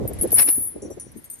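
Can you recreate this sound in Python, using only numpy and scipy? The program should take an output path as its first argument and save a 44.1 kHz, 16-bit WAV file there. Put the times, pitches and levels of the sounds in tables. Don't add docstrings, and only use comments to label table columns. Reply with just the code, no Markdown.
import sys
import numpy as np
from scipy.fft import rfft, irfft, next_fast_len
from scipy.io import wavfile
from scipy.ndimage import uniform_filter1d, minimum_filter1d, map_coordinates

SR = 44100
rng = np.random.default_rng(int(sys.argv[2]) if len(sys.argv) > 2 else 0)


def dump(signal):
    limited = np.clip(np.atleast_2d(signal).T, -1, 1)
    pcm = np.round(limited * 32767).astype(np.int16)
    wavfile.write(sys.argv[1], SR, pcm)


N = 61739

# frequency_hz, level_db
ROCK_SPECTRUM = [(200, 2.5), (1500, 2), (2100, 3.5), (3500, -7.5), (5400, -0.5), (7000, -19), (15000, -3.5)]
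WIND_ALIKE, AIR_ALIKE, ROCK_ALIKE = 0.13, 0.022, -0.037
ATTACK_S = 0.001
LEFT_RIGHT = np.array([[.5], [-.5]])


def amp(db):
    return 10 ** (np.asarray(db) / 20)


def unit(x):
    return x / np.sqrt(np.mean(x ** 2) + 1e-20)


def clock():
    return np.arange(N) / SR


def level(rows, t):
    return amp(np.interp(t, *np.transpose(rows)))


def wobble(knots_per_s):
    knots = rng.standard_normal(int(N * knots_per_s / SR) + 4)
    return map_coordinates(knots, [clock() * knots_per_s])


def noise(spectrum, alike, scale=1):
    size = next_fast_len(N + SR // 4)
    hz, db = np.transpose(spectrum)
    gain = amp(np.interp(np.log(np.fft.rfftfreq(size, 1 / SR) + 1), np.log(hz * scale), db))
    mid, side = irfft(rfft(rng.standard_normal((2, size))) * gain, size)[:, :N]
    angle = np.arccos(np.clip(alike, -1, 1)) / 2
    mid, side = np.cos(angle) * mid, np.sin(angle) * side
    return unit(np.array([mid + side, mid - side]))


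def add(out, start_s, x):
    i = max(round(start_s * SR), 0)
    out[:, i:i + x.shape[1]] += x[:, :max(N - i, 0)]


def wind(lumps_db=4.5, lumps_per_s=130):
    # peak_s, level_db, width_s, centre_hz
    puffs = [(0.02, -27.5, 0.043, 350), (0.055, -25, 0.0092, 93), (0.113, -27.5, 0.005, 410),
             (.195, -34, 0.024, 88), (0.219, -25, 0.0048, 273), (0.254, -20, 0.014, 335),
             (0.339, -28, 0.012, 412), (0.481, -30, .012, 295), (0.587, -34, .012, 253),
             (.77, -32, 0.012, 327), (0.85, -31, 0.021, 331), (0.906, -33, 0.015, 355),
             (0.978, -34.5, 0.0083, 337), (1.071, -40.5, 0.0043, 290), (1.172, -36, 0.013, 237)]
    # ratio_to_centre, level_db
    puff_spectrum = [(.2, -31), (.55, -12.5), (1, 0.5), (1.6, -7.5), (2.4, -24.5), (20, -100)]
    # time_s, level_db
    rumble_level = [(0, -26.5), (.09, -35.5), (.2, -36), (.41, -37.5), (.455, -72), (.59, -39.5),
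                    (.71, -51.5), (.78, -43.5), (1.19, -52.5), (1.4, -60.5)]
    # frequency_hz, level_db
    rumble_spectrum = [(20, -29), (70, -3), (220, -10), (500, -15.5), (1000, -32.5), (8000, -110)]
    t = clock()
    out = level(rumble_level, t) * noise(rumble_spectrum, WIND_ALIKE)
    for peak_s, db, width_s, hz in puffs:
        swell = np.exp(1 - np.sqrt(1 + 2 * ((t - peak_s) / width_s) ** 2))
        eddies = swell * amp(lumps_db * wobble(lumps_per_s)) * noise(puff_spectrum, WIND_ALIKE, hz)
        out += amp(db) * unit(eddies) * np.sqrt(np.mean(swell ** 2))
    return out


def background_hiss():
    # frequency_hz, level_db
    spectrum = [(300, -2.5), (1300, -12.5), (2000, -9.5), (2600, -16), (7000, -20.5), (11500, -19.5),
                (15000, -36)]
    # time_s, level_db
    hiss_level = [(0, -51.5), (.24, -45.5), (.5, -43), (.65, -55.5), (1.4, -56.5)]
    return level(hiss_level, clock()) * noise(spectrum, AIR_ALIKE)


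def ring(hz, t60, phase_spread_rad=0.77):
    # frequency_hz, lead_rad
    port_phase = [(10200, 1.33), (12000, 2.04)]
    t = clock()[:int(min(t60, 1) * SR)]
    lead = np.interp(hz, *np.transpose(port_phase)) + phase_spread_rad * rng.standard_normal()
    envelope = amp(-60 * t / t60) * (1 - np.exp(-t / ATTACK_S))
    return envelope * np.sin(2 * np.pi * (hz * t + rng.random()) + lead * LEFT_RIGHT)


def ticks(hits, hz, t60=0.025):
    # ratio_to_link_pitch, level_db
    spectrum = [(.1, -31), (.68, -21), (1.02, 0), (1.17, -12), (1.4, -38)]
    power, t = np.zeros((1, N)), clock()[:SR // 10]
    for start_s, db in hits:
        envelope = amp(db - 60 * t / t60) * (1 - np.exp(-t / ATTACK_S))
        add(power, start_s, envelope[None] ** 2)
    return np.sqrt(power) * noise(spectrum, AIR_ALIKE, hz)


def clinks(contacts=3, neighbours=4):
    # start_s, level_db, first_link_hz, second_link_hz, t60_s, tick_offset_db
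    meetings = [(0.0757, -20.5, 12010, 9680, 0.054, -8), (0.1329, -41.5, 10200, 11050, 0.11, 10.5),
                (0.1872, -31.5, 10730, 10200, 0.2, -4), (.2115, -12.5, 11120, 10122, 0.079, -12.5),
                (0.223, -12, 10780, 12100, 0.044, -10.5), (0.2315, -16.5, 11137, 10760, 0.019, -5),
                (0.2737, -32, 10160, 10730, 0.071, 2), (0.305, -32, 10900, 10250, .05, 6.5),
                (0.3181, -13.5, 10840, 11900, 0.15, -4), (0.3419, -2, 10020, 10470, 0.082, -15),
                (0.381, -8.5, 9900, 11840, 0.27, -29), (0.4204, -8, 9880, 10920, 0.077, -11),
                (0.486, -14.5, 11030, 9620, 0.34, -4.5), (0.5559, -18, 9938, 12050, 0.1, -30),
                (0.668, -30.5, 10338, 10010, 0.26, -7), (0.8184, -41.5, 10100, 9500, 0.18, -9),
                (.903, -44, 10650, 11130, 0.26, 4), (0.998, -33, 9502, 10070, 0.21, 2.5),
                (1.1175, -36.5, 10950, 10100, 0.018, -7.5), (1.1717, -42.5, 11250, 12080, 0.17, -4),
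                (1.2422, -38, 11450, 11850, 0.061, 5), (1.3, -29.5, 8910, 12140, 0.11, 1)]
    rebound_s, rebound_db, rebound_detune_hz = 0.0076, -8, 61.7
    second_link_db, neighbour_db, neighbour_spread_hz = -6, -15.5, 630
    out = np.zeros((2, N))
    for start_s, db, first_hz, second_hz, t60, tick_db in meetings:
        hits = []
        for bounce in range(contacts):
            hit_s = start_s + rebound_s * bounce * (1 + (rng.random() - .5) / contacts)
            hit_db = db + rebound_db * bounce
            hits.append((hit_s, hit_db + tick_db))
            for hz, link_db in [(first_hz, 0), (second_hz, second_link_db)]:
                detune_hz = bounce * rebound_detune_hz * rng.standard_normal()
                add(out, hit_s, amp(hit_db + link_db) * ring(hz + detune_hz, t60))
            between_hz = first_hz + (second_hz - first_hz) * rng.random(neighbours)
            for hz in between_hz + neighbour_spread_hz * rng.standard_normal(neighbours):
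                add(out, hit_s, amp(hit_db + neighbour_db) * ring(hz, t60))
        out += ticks(hits, max(first_hz, second_hz))
    return out


def jingle(strength, modes, detune_hz, tick_db, collisions_per_s=260, scatter_db=3):
    out = np.zeros((2, N))
    times = np.arange(strength[0][0], strength[-1][0], 1 / collisions_per_s)
    times += rng.random(len(times)) / collisions_per_s
    levels_db = np.interp(times, *np.transpose(strength)) + scatter_db * rng.standard_normal(len(times))
    for start_s, db in zip(times, levels_db):
        for k in rng.choice(len(modes), size=len(modes) // 2, replace=False):
            hz, mode_db, t60 = modes[k]
            add(out, start_s, amp(db + mode_db) * ring(hz + detune_hz * rng.standard_normal(), t60))
    return out + ticks(zip(times, levels_db + tick_db), modes[-1][0])


def pouring_heap():
    # time_s, level_db
    strength = [(.32, -29), (.345, -25.5), (.44, -28), (.49, -27.5), (.58, -32), (.675, -38.5)]
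    # pitch_hz, level_db, t60_s
    modes = [(9620, -1.5, 0.079), (9890, 0.5, 0.21), (10020, 4, 0.15), (10420, -6, 0.31), (10770, 1, 0.13),
             (11030, 1.5, 0.24), (11150, 3, 0.14), (11900, 4.5, 0.1), (12200, -1, 0.14)]
    return jingle(strength, modes, detune_hz=32.7, tick_db=-11)


def crunch(grit_db=1, grit_per_s=600):
    # peak_s, level_db, rise_s, t60_s
    landings = [(0.393, -21.5, 0.013, 0.1), (0.427, -30.5, 0.01, 0.048), (0.487, -33.5, 0.0088, 0.12)]
    envelope = np.zeros(N)
    for peak_s, db, rise_s, t60 in landings:
        t = clock() - peak_s
        envelope += amp(db - 60 * np.maximum(t, 0) / t60) * np.exp(np.minimum(t, 0) / rise_s)
    return envelope * unit(amp(grit_db * wobble(grit_per_s)) * noise(ROCK_SPECTRUM, ROCK_ALIKE))


def knocks(crack_t60=0.026, clank_t60=0.036, detune_hz=49):
    # start_s, level_db
    strikes = [(0.3875, -19), (0.3968, -18), (0.4764, -29.5), (0.4883, -23)]
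    # pitch_hz, level_db
    clank_modes = [(2780, -7.5), (5350, -8.5)]
    out, t = np.zeros((2, N)), clock()
    for start_s, db in strikes:
        add(out, start_s, amp(db - 60 * t / crack_t60) * noise(ROCK_SPECTRUM, ROCK_ALIKE))
        for hz, mode_db in clank_modes:
            add(out, start_s, amp(db + mode_db) * ring(hz + detune_hz * rng.standard_normal(), clank_t60))
    return out


def hanging_link(waver_db=6, waver_per_s=45):
    # start_s, level_db
    strikes = [(0.82, -51), (0.902, -55), (0.996, -52.5), (1.044, -57.5)]
    # pitch_hz, level_db, t60_s
    bending_modes = [(5886, 1.5, 0.31), (6670, -2.5, 0.27), (7600, 2, 0.14)]
    out = np.zeros((2, N))
    for hz, mode_db, t60 in bending_modes:
        tone = np.zeros((2, N))
        for start_s, db in strikes:
            add(tone, start_s, amp(db + mode_db) * ring(hz, t60))
        out += tone * amp(waver_db * wobble(waver_per_s))
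    return out


def loose_end():
    # time_s, level_db
    strength = [(1.15, -60), (1.175, -47), (1.21, -70), (1.25, -46), (1.29, -69), (1.305, -40.5),
                (1.34, -39.5), (1.36, -54), (1.4, -47)]
    # pitch_hz, level_db, t60_s
    modes = [(6460, -7.5, .05), (8730, 6, 0.045), (9370, 1.5, 0.068), (10990, -1.5, 0.059),
             (12000, 1, 0.054)]
    return jingle(strength, modes, detune_hz=170, tick_db=-3.5)


def scene():
    pan_db = 3.5
    links = (pouring_heap() + loose_end() + clinks() + hanging_link()) * amp(pan_db * LEFT_RIGHT)
    return links + crunch() + knocks() + wind() + background_hiss()


def record(dry):
    ceiling, hold_s, top_hz = .85, .002, 15700
    hold = int(hold_s * SR)
    needed_gain = ceiling / np.maximum(np.abs(dry).max(axis=0), ceiling)
    limited = dry * uniform_filter1d(minimum_filter1d(needed_gain, 2 * hold), hold)
    size = next_fast_len(N + SR // 4)
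    lowpass = 1 / (1 + (np.fft.rfftfreq(size, 1 / SR) / top_hz) ** 120)
    return irfft(rfft(limited, size) * lowpass, size)[:, :N]


dry = scene()
out = record(dry)
dump(out)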